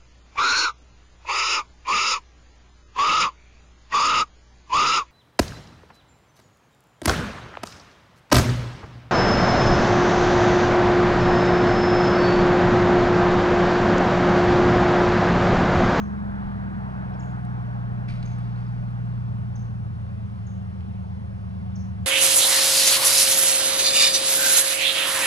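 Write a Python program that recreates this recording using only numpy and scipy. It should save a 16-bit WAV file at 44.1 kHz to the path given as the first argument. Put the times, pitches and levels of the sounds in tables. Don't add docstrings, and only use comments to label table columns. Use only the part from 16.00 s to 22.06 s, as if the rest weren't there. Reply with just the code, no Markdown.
import sys
import numpy as np
from scipy import signal
from scipy.fft import rfft, irfft, next_fast_len
from scipy.io import wavfile
from scipy.ndimage import uniform_filter1d

SR = 44100
rng = np.random.default_rng(int(sys.argv[2]) if len(sys.argv) > 2 else 0)


def store_wav(level_fs):
    pcm = np.round(np.clip(np.atleast_2d(level_fs), -1, 1) * 32767)
    wavfile.write(sys.argv[1], SR, pcm.T.astype(np.int16))


def volts_from_decibels(level):
    exponent = np.asarray(level, float) / 20
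    return 10 ** exponent


N = 267246
T = np.arange(N) / SR


def evened(x):
    return x / np.sqrt(np.mean(x ** 2) + 1e-20)


def read(points, hz):
    f, value = np.transpose(points)
    return np.interp(np.log(hz + 1), np.log(f + 1), value)


def over_time(rows):
    s, value = np.transpose(rows)
    return np.interp(T, s, value)


def colour(x, gain):
    size = next_fast_len(N + 4096)
    hz = np.fft.rfftfreq(size, 1 / SR)
    return irfft(rfft(x, size) * gain(hz), size)[..., :N]


def noise(spectrum):
    return evened(colour(rng.standard_normal(N), lambda f: volts_from_decibels(read(spectrum, f))))


def drift(hz):
    lowpass = np.exp(-(np.fft.rfftfreq(N, 1 / SR) / hz) ** 2)
    return evened(irfft(rfft(rng.standard_normal(N)) * lowpass, N))


def any_part(modulation):
    return np.roll(modulation, rng.integers(N))


def away_db():
    leave_s, fade_db_per_s, far_db = 1.03, 4.5, -17
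    return np.clip(-fade_db_per_s * (T - leave_s), far_db, 0)


# t/s, engine cycles f/Hz
SPEED = [(0, 11.364), (.45, 10.952), (.7, 10.811), (1.2, 10.345), (1.5, 10.11), (1.8, 10.03), (2.2, 10.05),
         (2.45, 9.96), (2.8, 10.005), (3.2, 9.959), (3.45, 9.829), (3.95, 9.513), (4.45, 9.133),
         (4.7, 9.033), (5.2, 8.964), (5.45, 8.9), (5.7, 9.0), (6.06, 8.993)]
COAST_CRUISE_PULL_HZ = [9.05, 9.95, 11.2]
# t/s, level/dB
UNEVEN = [(0, -2), (.6, 0.5), (1, -3.5), (1.6, -6.5), (2.1, -0.5), (2.7, -10), (3.3, 3), (3.7, -1),
          (4.4, -2), (5.4, -3.5), (6.06, 1.5)]
# order of the engine cycle, level/dB coasting, cruising, pulling
LOW_ORDERS = [(3, -70, -66, -58.5), (4, -62, -63, -65.5), (5, -70.5, -65.5, -64.5), (6, -49, -42.5, -37),
              (7, -58.5, -58.5, -60.5), (8, -54, -52.5, -48), (9, -35.5, -43, -51.5),
              (10, -39.5, -42, -37.5), (11, -49.5, -63, -44.5), (12, -35.5, -28.5, -43),
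              (13, -46, -64.5, -72), (14, -48, -54, -47), (15, -56.5, -46.5, -47), (16, -51.5, -42, -45.5),
              (17, -55.5, -66, -59), (18, -52, -38.5, -30.5), (19, -45, -64.5, -58.5),
              (20, -52.5, -51.5, -51), (21, -35.5, -45, -47), (22, -60, -60, -63.5),
              (23, -70.5, -58.5, -73.5), (24, -61.5, -52.5, -58), (25, -67, -69, -70.5),
              (26, -60, -79.5, -62.5), (27, -64.5, -73.5, -65), (28, -74, -62.5, -70),
              (29, -61, -72, -57.5)]
FIRING = [(0, 0), (-1.2, .42), (-4.5, .33)]
SLOW_LAG = [1.6, 1, .45]
# order of the engine cycle, level/dB close by
RASP_ORDERS = [(30, -56.5), (40, -58.5), (50, -58.5), (60, -53), (61, -62), (70, -56), (71, -58),
               (80, -55.5), (81, -60), (90, -58), (110, -59), (140, -63.5), (150, -63)]
# f/Hz, level/dB per Hz
RUMBLE = [(20, -51.5), (45, -26.5), (70, -4.5), (105, 14), (145, 0), (215, 12), (245, -9), (290, -29),
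          (600, -110)]


def engine():
    waver_db, rasp_waver_db, blur = 2., 5., .01
    cycle_hz, uneven_db = over_time(SPEED), over_time(UNEVEN)
    turn = 2 * np.pi * np.cumsum(cycle_hz) / SR
    shake, flutter = drift(hz=4.), drift(hz=14.)
    out = np.zeros(N)

    for order, *state_db in LOW_ORDERS:
        order = round(order)
        swell, wobble = any_part(shake), any_part(shake)
        level_db = np.interp(cycle_hz, COAST_CRUISE_PULL_HZ, state_db)
        if order % 6:
            steadier = .6 if order in (10, 21) else 1
            level_db = level_db + waver_db * swell * steadier
            if order % 2 or order == 10:
                level_db = level_db + uneven_db
        start, step = FIRING[2 if order % 2 else min(order % 6, 1)]
        late = (order - 6) * (order - 12) / 6 ** 2
        if order % 3 == 0:
            late = late * np.interp(cycle_hz, COAST_CRUISE_PULL_HZ, SLOW_LAG)
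        phase = order * turn + start + step * order - late + blur * order * wobble
        out += np.sqrt(2) * volts_from_decibels(level_db) * np.cos(phase)

    pipe_hz, pipe_width_hz, pipe_db = 723, 23, 7
    for order, db in RASP_ORDERS:
        order = round(order)
        swell, wobble = any_part(flutter), any_part(shake + 1.56 * flutter)
        pipe = pipe_db * np.exp(-((order * cycle_hz - pipe_hz) / pipe_width_hz) ** 2)
        level_db = db + 0.69 * away_db() + pipe + rasp_waver_db * swell
        phase = order * turn + 2 * np.pi * rng.random() + blur * min(order, 70) * wobble
        out += volts_from_decibels(level_db) * np.cos(phase)

    rumble_db = -45.5 + 3.0 + 3.0 * (cycle_hz - 10).clip(0)
    return out + volts_from_decibels(rumble_db) * noise(RUMBLE)


# f/Hz, correlation
SAME = [(1400, .985), (2200, .86), (3500, .64), (6000, .55), (8000, .55), (11000, .7)]
# f/Hz, lead/rad
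LEAD = [(10, 0.072), (60, 0.67), (120, 0.96), (240, 1.67), (440, 2.04), (950, 2.38), (1900, 2.17),
        (3600, 1.7), (5800, 1.2), (8000, 0.27), (11000, .1)]


def hiss(spectrum, patchy_db):
    frames, hz = N // 256 + 5, np.fft.rfftfreq(1024, 1 / SR)
    a, b, c, d, patches = rng.standard_normal((frames, 513, 5)).T
    patches = evened(uniform_filter1d(uniform_filter1d(patches, 6, 0), 20, 1))
    same = np.clip(read(SAME, hz), 0, 1)[:, None]
    shared = np.sqrt(1 + same) * (a + 1j * b)
    apart = np.sqrt(1 - same) * (c + 1j * d)
    gain = volts_from_decibels(read(spectrum, hz)[:, None] + patchy_db * patches)
    z = np.array([shared + apart, shared - apart]) * gain
    flat = evened(signal.istft(z, nperseg=1024, noverlap=768)[1][:, :N])
    return colour(flat, lambda f: 1 / np.cos(read(LEAD, f) / 2))


# f/Hz, level/dB per Hz
ROAR = [(200, -28), (290, 0), (400, -5), (550, -10), (750, -1), (1030, -5), (1300, -6), (1480, -6.5),
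        (1700, -9), (1830, -13.5), (3000, -28), (4500, -34.5), (7000, -67.5)]


def roar():
    level_db = -48.5 + away_db() + 0.27 * drift(hz=6.2)
    return volts_from_decibels(level_db) * hiss(ROAR, patchy_db=1.)


# f/Hz, level/dB per Hz
MARSH = [(200, -35.5), (270, -2), (450, -2.5), (740, -4.5), (1170, -8), (2000, -16), (3500, -21.5),
         (6300, -28), (7200, -34.5), (8400, -33), (9200, -28.5), (10000, -28.5), (10250, -36),
         (11000, -34.5)]


def marsh():
    return volts_from_decibels(-56.5) * hiss(MARSH, patchy_db=1.05)


# f/Hz, level/dB per Hz
WIND = [(8, -25), (20, -4), (35, 0), (48, -3), (62, -24), (100, -55), (250, -130)]
# t/s, peak level/dB, half length/s
GUSTS = [(0.015, -46.5, 0.062), (0.297, -44.5, 0.073), (0.464, -40.5, .05), (0.923, -48, .05),
         (1.751, -53, 0.054), (1.963, -45.5, 0.1), (2.129, -40, 0.036), (2.25, -40.5, 0.069),
         (2.442, -49, 0.048), (2.621, -47, 0.049), (2.853, -41, 0.067), (3.2, -43.5, .05),
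         (3.696, -55.5, .12), (4.044, -55, 0.17), (4.416, -65, 0.066), (4.643, -57.5, 0.045),
         (4.813, -54.5, .04), (4.95, -51, 0.037), (5.32, -52.5, .08), (5.497, -62, 0.046),
         (5.7, -66.5, 0.046), (5.94, -58, 0.053)]


def wind():
    calm = volts_from_decibels(-68)
    puffs = sum(volts_from_decibels(db) * np.exp(-((T - s) / half) ** 2) for s, db, half in GUSTS)
    return (calm + puffs) * noise(WIND)


# t/s, level/dB, first f/Hz, last f/Hz, f/Hz reached by the closing flick
CHIPS = [
    (-.03, -56.5, 6550, 6100, 5200),
    (1.19, -57.5, 6880, 6650, 5200),
    (2.251, -56, 6370, 6300, 6000),
    (3.551, -55.5, 5990, 6120, 4670),
    (4.463, -59, 6950, 6370, 5700),
    (5.752, -52.5, 5860, 5790, 4200),
    (6.025, -77, 7000, 7000, 6800),
]


def bird():
    length_s, trill_hz, trill_depth_hz, upper_ratio = .021, 290., 300., 1.15
    echo_db, echo_t60_s = -.5, .75
    early = SR // 10
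    dry, t = np.zeros(N + 2 * early), np.arange(0, length_s, 1 / SR)
    shape = np.interp(t / length_s, [0, .2, .4, .6, .7, .9, 1], [0, .4, 1, 1, .55, .35, 0])
    for s, db, first_hz, last_hz, flick_hz in CHIPS:
        hz = np.interp(t / length_s, [0, .62, .9], [first_hz, last_hz, flick_hz])
        burr = np.clip(.62 + .1 * (db + 58.0), .2, 1)
        trill = burr * np.sin(2 * np.pi * (trill_hz * t + rng.random()))
        turn = 2 * np.pi * np.cumsum(hz + trill_depth_hz * trill) / SR
        voice = np.sin(turn) + 0.22 * burr ** 2 * np.sin(upper_ratio * turn)
        voice = voice * (1 + 0.41 * trill)
        at = early + round(s * SR)
        dry[at:at + len(t)] += np.sqrt(2) * volts_from_decibels(db) * voice * shape

    t = np.arange(SR // 4) / SR
    tree_line = np.interp(t, [0, .012, .1, .21], [0, 1, 1, 0])
    fade = volts_from_decibels(-60 * t / echo_t60_s) * tree_line
    taps = rng.standard_normal(len(t)) * (rng.random(len(t)) < .05) * fade
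    echo = signal.fftconvolve(dry, taps / np.linalg.norm(taps))[:len(dry)]
    return (dry + volts_from_decibels(echo_db) * echo)[early:early + N]


def resonate(x, hz, width):
    q = max(hz / width, .6)
    return signal.lfilter(*signal.iirpeak(np.clip(hz, 50, 11000), q, SR), x)


# t/s, peak level/dB, ring f/Hz, ring width f/Hz, bright snap level/dB re the ring
TICKS = [(1.088, -66, 4000, 1500, -22), (1.138, -51, 3400, 700, -25), (1.137, -56, 5340, 600, -24),
         (1.146, -59, 5400, 700, -23), (1.206, -53.5, 5540, 700, -25), (1.232, -48, 2730, 400, -30),
         (1.4505, -54.5, 9100, 3940, -5), (1.45, -53, 3500, 1500, -21), (2.088, -38, 2140, 800, -20),
         (2.094, -48, 4600, 1500, -15), (2.104, -59, 8500, 2500, -2), (2.098, -39, 2250, 500, -30),
         (2.113, -39, 2210, 500, -30), (2.119, -50, 2370, 600, -35), (2.2276, -44.5, 4230, 350, -31),
         (2.228, -38, 3000, 2400, -24), (4.807, -47.5, 2100, 900, -36), (2.385, -59, 8920, 900, -16),
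         (2.398, -69.5, 8850, 915, -22), (2.5583, -54, 4200, 500, -21), (2.664, -59, 5060, 500, -32),
         (2.905, -63.5, 9600, 2480, -9), (3.054, -66, 9270, 3000, 2), (4.806, -47.5, 3000, 1100, -30)]


def ticks():
    out, t = np.zeros(N + 1000), np.arange(600) / SR
    envelope = np.exp(-t / .0022) * np.minimum(t / .0006, 1)
    bursts = rng.standard_normal((len(TICKS), 600)) * envelope
    snap = signal.butter(2, 5000, "high", fs=SR)
    for burst, (s, db, hz, width, snap_db) in zip(bursts, TICKS):
        ring = resonate(resonate(burst, hz, width), hz, width)
        bright = signal.lfilter(*snap, burst)
        tick = ring / abs(ring).max() + volts_from_decibels(snap_db) * bright / abs(bright).max()
        out[round(s * SR):][:600] += volts_from_decibels(db) * tick
    return out[:N]


# f/Hz, level/dB
GRIT = [(400, -14), (1500, -0.5), (2300, 4), (3000, -3.5), (4700, -5), (5800, -13.5), (7500, -26),
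        (8600, -20.5), (11000, -25)]
# t/s, peak level/dB, decay t60/s
SCUFFS = [
    (2.078, -45, 0.47),
    (2.135, -62.5, .8),
    (2.222, -58, 3.7),
    (2.55, -67, 1.2),
]


def scuff():
    grains_per_s, spread_db, rise_s = 5000, 2., 0.013
    sizes = volts_from_decibels(spread_db * np.minimum(rng.exponential(1, N), 4)) * rng.standard_normal(N)
    grains = sizes * (rng.random(N) < grains_per_s / SR)
    press = np.zeros(N)
    for s, db, t60 in SCUFFS:
        press += np.clip((T - s) / rise_s, 0, 1) * volts_from_decibels(db - 60 * abs(T - s) / t60)
    return press * evened(colour(grains, lambda f: volts_from_decibels(read(GRIT, f))))


def scene():
    return engine() + roar() + marsh() + wind() + bird() + ticks() + scuff()


def top_cut(x):
    return signal.sosfilt(signal.butter(12, 11090, fs=SR, output="sos"), x)


def record(dry):
    edge_hz = 11040

    def spread(f):
        return np.exp(.5j * np.outer([1, -1], read(LEAD, f))) * (f < edge_hz)

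    return top_cut(colour(dry, spread))


dry = scene()
out = record(dry)
store_wav(out)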